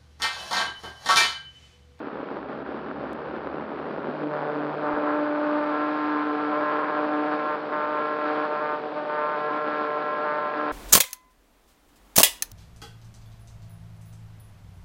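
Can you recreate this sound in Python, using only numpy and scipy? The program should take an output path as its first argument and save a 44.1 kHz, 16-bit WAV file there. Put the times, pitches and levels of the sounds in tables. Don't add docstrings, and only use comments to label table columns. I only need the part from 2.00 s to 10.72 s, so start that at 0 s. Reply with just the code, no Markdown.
import sys
import numpy as np
from scipy import signal
from scipy.fft import rfft, irfft
from scipy.io import wavfile
from scipy.ndimage import uniform_filter1d

SR = 44100
rng = np.random.default_rng(int(sys.argv[2]) if len(sys.argv) > 2 else 0)


def wav_out(sig):
    wavfile.write(sys.argv[1], SR, np.round(np.clip(np.atleast_2d(sig).T, -1, 1) * 32767).astype(np.int16))


N = 384552
TIME = np.arange(N) / SR

SECOND_BLADE_TURNS = 0.533
PUSH_LAG_TURNS = 0.04


def blade_tones(turns, second, buffet, lull, delay, families, lean_rad=0.92, buffet_waver=0.047,
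                dull_db_per_order=-2.5, buffet_turns=0.0052, odd_waver=0.46, sway_turns=0.0048,
                lurch_turns=0.0072, waver=0.11, rough=0.019, shimmer=0.044, lowest_hz=130):
    angle = turns + (sway_turns + buffet_turns * buffet) * wander(110) + lurch_turns * wander(11.0)
    response = causal(GRIPPING_COLOUR)
    grid_hz = np.linspace(0, SR / 2, len(response))
    shaft_hz = turns[-1] / TIME[-1]
    out = np.zeros(N)
    for level_db, family in families:
        orders, db = np.transpose(family)
        sizes = gain_of(db) / np.linalg.norm(gain_of(db))
        lines = np.zeros(N)
        for k, size in zip(np.round(orders), sizes):
            pair = 1 + second.mean() * np.exp(-2j * np.pi * k * SECOND_BLADE_TURNS)
            lag = np.angle(pair * np.interp(k * shaft_hz, grid_hz, response)) - lean_rad
            dulled = gain_of(dull_db_per_order * lull * max(k - 6, 0))
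            loose = (waver + buffet_waver * buffet) * np.sqrt(k / 6) + odd_waver * (k % 2) / k
            late = delay * min(k / 6, 1) ** 2 + PUSH_LAG_TURNS * (k < 5)
            strength = dulled * size * np.sqrt(2) * (1 + loose * wander(8.6))
            phase = 2 * np.pi * k * (angle - late) + lag + loose * wander(22)
            lines += strength * np.cos(phase)
        out += gain_of(level_db) * lines * (1 + shimmer * wander(31))
    out = out * (1 + rough * wander(110))
    return out - below(out, lowest_hz)


# [t/s, level/dB]
NOTE = [(2.15, -39.5), (2.27, -26.5), (2.32, -52), (2.6, -30), (2.7, -34), (2.74, -47), (2.8, -38),
        (3.2, -28.5), (3.55, -31), (4.1, -28), (4.48, -30), (4.88, -44.5), (5.0, -34), (5.2, -28),
        (5.48, -40.5), (6.2, -39), (6.55, -45), (7.0, -41), (7.2, -49), (8.72, -45.5)]
# [t/s, level/dB]
THIRD = [(2.1, -45), (2.329, -38.5), (2.6, -34.5), (3.0, -40), (3.31, -37), (3.55, -51), (3.76, -37),
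         (4.1, -44), (4.3, -37.5), (5.2, -36.5), (5.7, -41), (5.95, -36.5), (6.2, -37.5), (6.34, -33.5),
         (6.5, -39), (6.879, -38), (6.98, -50), (7.1, -37.5), (8.72, -39.5)]
# [t/s, level/dB]
OCTAVE = [(2.29, -49), (2.32, -33.5), (2.42, -41), (2.74, -42.5), (2.86, -37), (3.04, -32.5), (3.45, -29.5),
          (3.85, -34.5), (4.12, -48.5), (4.47, -40), (4.519, -33), (5.4, -34.5), (5.899, -35), (6.3, -32.5),
          (6.698, -35.5), (7.501, -34), (8.72, -34)]
# [t/s, level/dB]
FIFTH = [(2.28, -61), (2.36, -48.5), (3.05, -39), (3.45, -47), (3.85, -37.5), (4.1, -40), (4.45, -36.5),
         (4.62, -43), (5.05, -37.5), (5.25, -33.5), (5.55, -46), (5.9, -42), (6.2, -42.5), (6.33, -39.5),
         (8.72, -41)]
# [t/s, level/dB]
BUZZ = [(2.76, -59), (2.851, -39), (3.199, -34.5), (3.5, -53.5), (3.78, -31), (3.95, -35), (4.349, -36),
        (4.7, -32), (4.949, -33.5), (5.25, -36), (5.461, -33.5), (6.099, -31), (8.72, -31)]
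# [order of the shaft speed, relative level/dB]
HIGH_EVEN = [(6, -0.5), (8, -2), (10, -5.5), (12, -13), (14, -18), (16, -22.5)]
HIGH_ODD = [(7, 1), (9, 0), (11, -6), (13, -16), (15, -18), (17, -25)]
# [middle t/s, length/s, rise of the even level/dB, fall of the odd level/dB]
SWELLS = [(2.886, 0.093, 3, 5), (3.342, 0.37, 2, 3.5), (3.623, 0.17, 5, -0.5), (4.1, 0.27, 5, -2),
          (4.495, 0.038, -0.5, 2), (5.087, 0.064, 2, 5), (5.534, 0.086, 7, 1), (5.86, 0.27, 8, 0),
          (6.511, 0.11, 7, 3), (6.703, .17, 8.5, 4), (7.07, .24, 8.5, 6), (7.277, 0.19, 7.5, 2),
          (7.778, 0.15, 2.5, -1), (8.118, 0.11, 0, -0.5), (8.322, 0.15, 9, 0.5), (8.44, 0.078, 4, 0.5)]
EVEN_ROLLING_DB, EVEN_FLYING_DB = -48.5, -40.5
LULL_EVEN_DB, LULL_ODD_DB, LULL_OCTAVE_DB = -8, -17, -11.5
GUST_NOTE_DB = -37.5
GUST_LOW_ODD_DB, GUST_BUZZ_DB = 2, -1.5
SWELL_OCTAVE, SWELL_LOW_ODD = 0.29, -0.11


def tone_levels(gust, lull, buffet, buffet_slap_db=3.5):
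    note, third, octave, fifth, buzz = (curves(rows)[0] for rows in (NOTE, THIRD, OCTAVE, FIFTH, BUZZ))
    even = np.interp(TIME, [2.78, 2.85], [EVEN_ROLLING_DB, EVEN_FLYING_DB])
    even_rise = bumps((s, length, rise) for s, length, rise, fall in SWELLS)
    odd_fall = bumps((s, length, fall) for s, length, rise, fall in SWELLS)
    slap = buffet_slap_db * buffet
    low_odd = GUST_LOW_ODD_DB * gust + SWELL_LOW_ODD * even_rise
    note_gain = gain_of(note) + gain_of(GUST_NOTE_DB) * abs(gust)
    return [(20 * np.log10(note_gain), [(2, 0)]),
            (third + low_odd, [(3, 0)]),
            (fifth + low_odd, [(5, 0)]),
            (octave + SWELL_OCTAVE * even_rise + LULL_OCTAVE_DB * lull ** 2, [(4, 0)]),
            (even + slap + even_rise + LULL_EVEN_DB * lull, HIGH_EVEN),
            (buzz + slap - odd_fall + GUST_BUZZ_DB * gust + LULL_ODD_DB * lull, HIGH_ODD)]


def slap_delay(gust, buffet, usual_turns=0.045, gust_turns=0.065, flip_turns=0.05, flip_hz=17, sharp_db=7):
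    sharp = np.clip(bumps((s, length, rise) for s, length, rise, fall in SWELLS) / sharp_db, 0, 1)
    flips = np.tanh(2 * wander(flip_hz))
    return usual_turns * (1 - sharp) + gust_turns * gust + flip_turns * buffet ** 2 * flips


# [t/s, turns per second/Hz]
SPEED = [(0, 141), (0.6, 138), (1.15, 148), (1.7, 146.5), (2.28, 149.9), (2.6, 147.8), (2.76, 149.7),
         (2.96, 148.6), (3.72, 149.2), (3.92, 150.6), (4.24, 149.1), (4.76, 150.1), (5.6, 150.3),
         (6.2, 150.8), (7.1, 150.0), (7.65, 150.4), (7.85, 149.8), (8.72, 149.6)]


def shaft_turns():
    return np.cumsum(curves(SPEED)[0]) / SR


# [t/s, second blade's share, weakening of every other turn 0-1,
# timing scatter/s, grip 0-1]
FLOW = [(0, 0.21, 0.84, 0.0016, 0.24), (1.1, 0.19, 0.42, 0.0012, 0.04), (1.6, 0.3, 1, 0.00059, 0.06),
        (2, 0.36, 0.9, 0.00079, 0.24), (2.3, 0.17, 0.15, 0.00053, 0.87), (2.7, 0.18, 0.2, 0.00048, 0.8),
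        (2.95, 0.93, 0.1, 0.00036, 0.99), (8.72, 0.55, 0.11, .00015, 0.93)]


def blade_flow():
    return np.clip(curves(FLOW), 0, 1)


# [middle t/s, length/s, strength, rise of the hiss level/dB]
GUSTS = [(2.39, 0.23, 0.4, 0), (2.93, 0.13, 0.6, 0.5), (3.093, 0.13, 0.64, 1.5), (3.506, 0.17, 0.58, 0.5),
         (3.71, 0.1, 0.26, 0.5), (4.562, 0.15, 0.4, 0), (4.763, 0.07, 0.8, 0), (4.864, 0.076, 0.83, -0.5),
         (4.998, 0.11, 0.7, 0.5), (5.336, 0.045, 0.66, 2.5), (6.352, 0.2, 0.88, 2), (7.385, .05, 0.14, 1.5),
         (7.544, .075, .9, 1.5), (7.767, 0.21, 0.74, 2), (8.003, 0.048, 0.42, 1), (8.21, 0.063, 0.13, 0),
         (8.647, 0.17, 0.82, 1.5)]


def gusts():
    return bumps((s, length, strength) for s, length, strength, hiss_db in GUSTS)


# [start t/s, fade/s, end t/s, return/s, depth 0-1]
LULLS = [(5.552, 0.022, 5.722, 0.016, 0.77), (5.862, .008, 5.95, .008, 0.1),
         (6.463, .013, 6.53, 0.02, 0.13), (6.745, 0.064, 6.96, 0.036, 0.76), (6.91, .05, 7.1, 0.039, 0.53)]


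def lulls(ragged=0.3, ragged_hz=24):
    calm = np.zeros(N)
    for start, fade, end, back, depth in LULLS:
        calm += depth * np.clip(np.minimum((TIME - start) / fade, (end - TIME) / back), 0, 1)
    return np.clip(calm + 2 * ragged * calm * (1 - calm) * wander(ragged_hz), 0, 1)


# [t/s, strength 0-1]
BUFFET = [(2.8, 0.56), (3, 0.66), (3.7, 0.52), (3.95, 0.24), (4.45, 0.48), (4.6, 0.9), (4.9, 0.76),
          (5.05, 0.7), (5.5, 0.46), (5.6, 0.1)]


def buffeting():
    return curves(BUFFET)[0]


# [t/s, typical peak level/dB]
CRACKS = [(0, -38), (1.2, -34), (2.1, -28), (2.29, -35), (2.33, -20), (2.68, -21), (2.8, -30), (3.2, -42),
          (8.72, -46)]
# [f/Hz, relative level/dB per Hz]
CRACK_COLOUR = [(20, -59), (110, -29.5), (300, -2), (600, 3.5), (1400, -3.5), (2100, -18.5), (3200, -33),
                (5000, -50.5), (6500, -75.5), (14000, -90.5)]


def wake_cracks(turns, scatter, spread_db=3, scatter_share=0.6):
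    return -strikes(turns, curves(CRACKS)[0], scatter_share * scatter, CRACK_COLOUR, spread_db)


# [f/Hz, relative level/dB per Hz]
SNAP_COLOUR = [(20, -60.5), (1100, -14.5), (2000, -3), (2550, -4.5), (3300, -10), (4600, -23),
               (6400, -55.5), (14000, -70)]


def tip_snaps(turns, scatter, gust, lull, buffet, snap_db=-43, buffet_db=6, gust_db=3, lull_db=-14,
              spread_db=3, scatter_share=0.11):
    level_db = snap_db + buffet_db * buffet + gust_db * gust + lull_db * lull
    flying = np.interp(TIME, [2.7, 3.8], [0, 1])
    return flying * strikes(turns, level_db, scatter_share * scatter, SNAP_COLOUR, spread_db)


def strikes(turns, level_db, scatter, colour, spread_db):
    at = np.searchsorted(np.maximum.accumulate(turns), np.arange(1, int(turns[-1])))
    early, strength = np.clip(rng.standard_normal((len(at), 2)), -2, 1.3).T
    place = np.clip(at + (scatter[at] * early * SR).astype(int), 0, N - 1)
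    kicks = np.bincount(place, gain_of(level_db[at] + spread_db * strength), N)
    pulse = np.fft.fftshift(irfft(abs(causal(colour))))
    return signal.oaconvolve(kicks, pulse / pulse.max(), "same")


# [t/s, peak level/dB, brightness f/Hz]
SLAPS = [(0.497, -25, 900), (0.749, -25, 1200), (0.913, -22, 3000), (1.374, -25, 1200), (1.472, -17, 4000),
         (1.545, -23, 700), (1.583, -19.5, 2000), (1.624, -21, 1400), (1.866, -22, 1800),
         (1.983, -21, 3000), (2.044, -19.5, 1800), (2.071, -21, 1200), (2.091, -21, 1200),
         (2.22, -21, 1500), (2.234, -20, 1000), (2.26, -23, 1500)]


def slaps():
    body = irfft(causal(STALLED_COLOUR))
    out = np.zeros(N)
    for s, db, top_hz in SLAPS:
        crack = signal.lfilter(*signal.butter(1, top_hz, fs=SR), body)
        at = round(s * SR)
        out[at:at + len(crack)] += gain_of(db) * crack / abs(crack).max()
    return out


def puffs(turns, second, skip, scatter, grip, spread_db=-1.0, stalled_s=0.004, gripping_s=0.0012):
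    count = np.arange(int(turns[-1]))
    kicks = np.zeros(N)
    for place, share in ((0, np.ones(N)), (SECOND_BLADE_TURNS, second)):
        at = np.minimum(np.searchsorted(turns, count + place), N - 1)
        early, strength = np.clip(rng.standard_normal((len(at), 2)), -2, 2).T
        uneven = gain_of(spread_db * strength * (1 - grip[at]))
        size = share[at] * (1 - skip[at] * (count % 2)) * uneven
        moved = np.clip(at + (scatter[at] * early * SR).astype(int), 0, N - 1)
        kicks += np.bincount(moved, size, N)

    def dying_away(decay_s):
        return steadied(signal.lfilter([1], [1, -np.exp(-1 / (decay_s * SR))], kicks))

    return (1 - grip) * dying_away(stalled_s) + grip * dying_away(gripping_s)


# [f/Hz, relative level/dB per Hz]
STALLED_COLOUR = [(20, -112), (50, -101), (100, -80.5), (140, -73.5), (260, -58.5), (520, -60), (820, -63),
                  (1400, -66), (1700, -71.5), (2000, -79.5), (3200, -89.5), (4700, -99), (5600, -110),
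                  (6400, -125), (12000, -138)]
GRIPPING_COLOUR = [(20, -125), (50, -108), (100, -84.5), (200, -69), (350, -62.5), (1100, -56.5),
                   (1550, -60), (2000, -75), (2450, -76.5), (2800, -82.5), (3200, -83.5), (4750, -91.5),
                   (5900, -109), (6600, -121), (7500, -121), (8700, -116.5), (11000, -133), (12500, -131),
                   (14500, -140)]
# [t/s, body level/dB, rasp level/dB, hiss level/dB]
AIR = [(0, -35.5, -39, -54.5), (1.7, -35.5, -38, -53.5), (2.08, -32, -37.5, -52), (2.3, -35, -38.5, -51),
       (2.7, -35.5, -37.5, -51.5), (2.85, -34, -32.5, -50), (3.3, -37, -31.5, -49.5),
       (3.95, -38.5, -34.5, -46.5), (4.85, -37, -32.5, -47.5), (5.35, -37.5, -33.5, -47),
       (5.75, -37, -38.5, -48), (6.25, -37.5, -37, -46.5), (6.8, -38, -41, -48.5),
       (8.72, -37.5, -39, -47.5)]
# [middle t/s, length/s, level change/dB]
SAGS = [(.44, 0.081, -2), (.64, 0.022, -5.5), (1.21, 0.09, -2), (1.57, 0.014, 0), (2.03, 0.025, -2),
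        (2.28, 0.068, -2.5)]
GUST_RASP_DB = 7.5


def turbulence(puff, grip, gust, lull, shift_db, surge_db=0.85, rasp_lull_db=1.5, hiss_lull_db=-2.0,
               rasp_grip_db=-2.0, stalled_wash=0.85, flying_wash=0.48, hiss_wash=3,
               pulsing_top_hz=3100, body_top_hz=750, rasp_top_hz=2000):
    def coloured(drive):
        stalled, gripping = (steadied(signal.oaconvolve(drive, irfft(causal(colour)))[:N])
                             for colour in (STALLED_COLOUR, GRIPPING_COLOUR))
        return (1 - grip) * stalled + grip * gripping

    noise = rng.standard_normal(N)
    wash = stalled_wash + (flying_wash - stalled_wash) * grip
    rough = coloured((puff + wash) * noise)
    smooth = coloured((puff + hiss_wash) * noise)
    air = smooth + below(rough - smooth, pulsing_top_hz)
    body = below(air, body_top_hz)
    rasp = below(air - body, rasp_top_hz)
    hiss = air - body - rasp
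    body_db, rasp_db, hiss_db = curves(AIR)
    rasp_db = rasp_db + GUST_RASP_DB * gust + shift_db + rasp_lull_db * lull + rasp_grip_db * grip
    hiss_rise = bumps((s, length, db) for s, length, strength, db in GUSTS)
    hiss_db = hiss_db + hiss_rise + hiss_lull_db * lull
    surge = gain_of(bumps(SAGS) + surge_db * (1 - grip) * wander(14))
    bands = ((body_db, body), (rasp_db, rasp), (hiss_db, hiss))
    return surge * sum(gain_of(db) * steadied(band) for db, band in bands)


# [t/s, level/dB]
HUM = [(0, -65), (1.9, -61), (2.05, -45), (2.7, -44), (3.15, -57.5), (8.72, -57.5)]
# [multiple of the shaft speed, level/dB]
FLUTTER = [(.5, -58), (1, -54), (1.5, -48.5), (2, -44.5)]


def shaft(turns, grip, rough=0.57):
    hum = gain_of(curves(HUM)[0]) * np.sin(2 * np.pi * turns)
    flutter = np.zeros(N)
    for k, db in FLUTTER:
        phase = np.pi * np.round(2 * k) * turns + rough * wander(4.8)
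        flutter += gain_of(db) * (1 + rough * wander(13)) * np.cos(phase)
    return np.sqrt(2) * (hum + (1 - grip) ** 3 * flutter)


# [t/s, peak level/dB, length/s]
CLICKS = [(1.132, -34.5, 0.000025), (2.94, -39, 0.0025)]


def clicks():
    return sum(gain_of(db) * np.exp(-((TIME - s) / length) ** 2) for s, db, length in CLICKS)


def gain_of(db):
    return 10 ** (np.asarray(db) / 20)


def curves(rows):
    s, *columns = np.transpose(rows)
    return [np.interp(TIME, s, column) for column in columns]


def bumps(rows, edge_s=0.014):
    return sum(height * np.clip((length / 2 - abs(TIME - s)) / edge_s + 0.5, 0, 1)
               for s, length, height in rows)


def steadied(x, size=6000):
    power = uniform_filter1d(uniform_filter1d(x ** 2, size), size)
    return x / np.sqrt(abs(power) + 1e-20)


def wander(hz):
    f = np.fft.rfftfreq(N // 32, 32 / SR)
    x = irfft(rfft(rng.standard_normal(N // 32)) / (1 + (f / hz) ** 4))
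    return np.interp(TIME, np.linspace(0, TIME[-1], len(x)), x / x.std())


def causal(points, size=4096):
    f, db = np.transpose(points)
    grid_hz = abs(np.fft.fftfreq(size, 1 / SR))
    db = np.interp(np.log(grid_hz + 1), np.log(f), db - db.max())
    return np.exp(np.conj(signal.hilbert(np.log(gain_of(db)))))[:size // 2 + 1]


def below(x, hz):
    f = np.fft.rfftfreq(2 * N, 1 / SR)
    return irfft(rfft(x, 2 * N) / (1 + (f / hz) ** 8))[:N]


def scene(buffet_rasp_db=-5.5):
    turns = shaft_turns()
    second, skip, scatter, grip = blade_flow()
    gust, lull, buffet = gusts(), lulls(), buffeting()
    bite = np.interp(TIME, [1.95, 2.3], [0, 1])
    delay = slap_delay(gust, buffet)
    families = tone_levels(gust, lull, buffet)
    tones = bite * blade_tones(turns, second, buffet, lull, delay, families)
    snaps = tip_snaps(turns - delay, scatter, gust, lull, buffet)
    crackle = wake_cracks(turns, scatter) + snaps + slaps()
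    puff = puffs(turns, second, skip, scatter, grip)
    air = turbulence(puff, grip, gust, lull, buffet_rasp_db * buffet)
    return (tones + crackle + air + shaft(turns, grip) + clicks())[None]


def record(dry, notch_hz=698, notch_width_hz=40, edge_hz=14700):
    notched = signal.lfilter(*signal.iirnotch(notch_hz, notch_hz / notch_width_hz, SR), dry)
    eased = notched * signal.windows.tukey(N, 0.001)
    band_limit = signal.firwin(255, edge_hz, window=("kaiser", 9), fs=SR)
    return signal.oaconvolve(eased, band_limit[None], "same")


dry = scene()
out = record(dry)
wav_out(out)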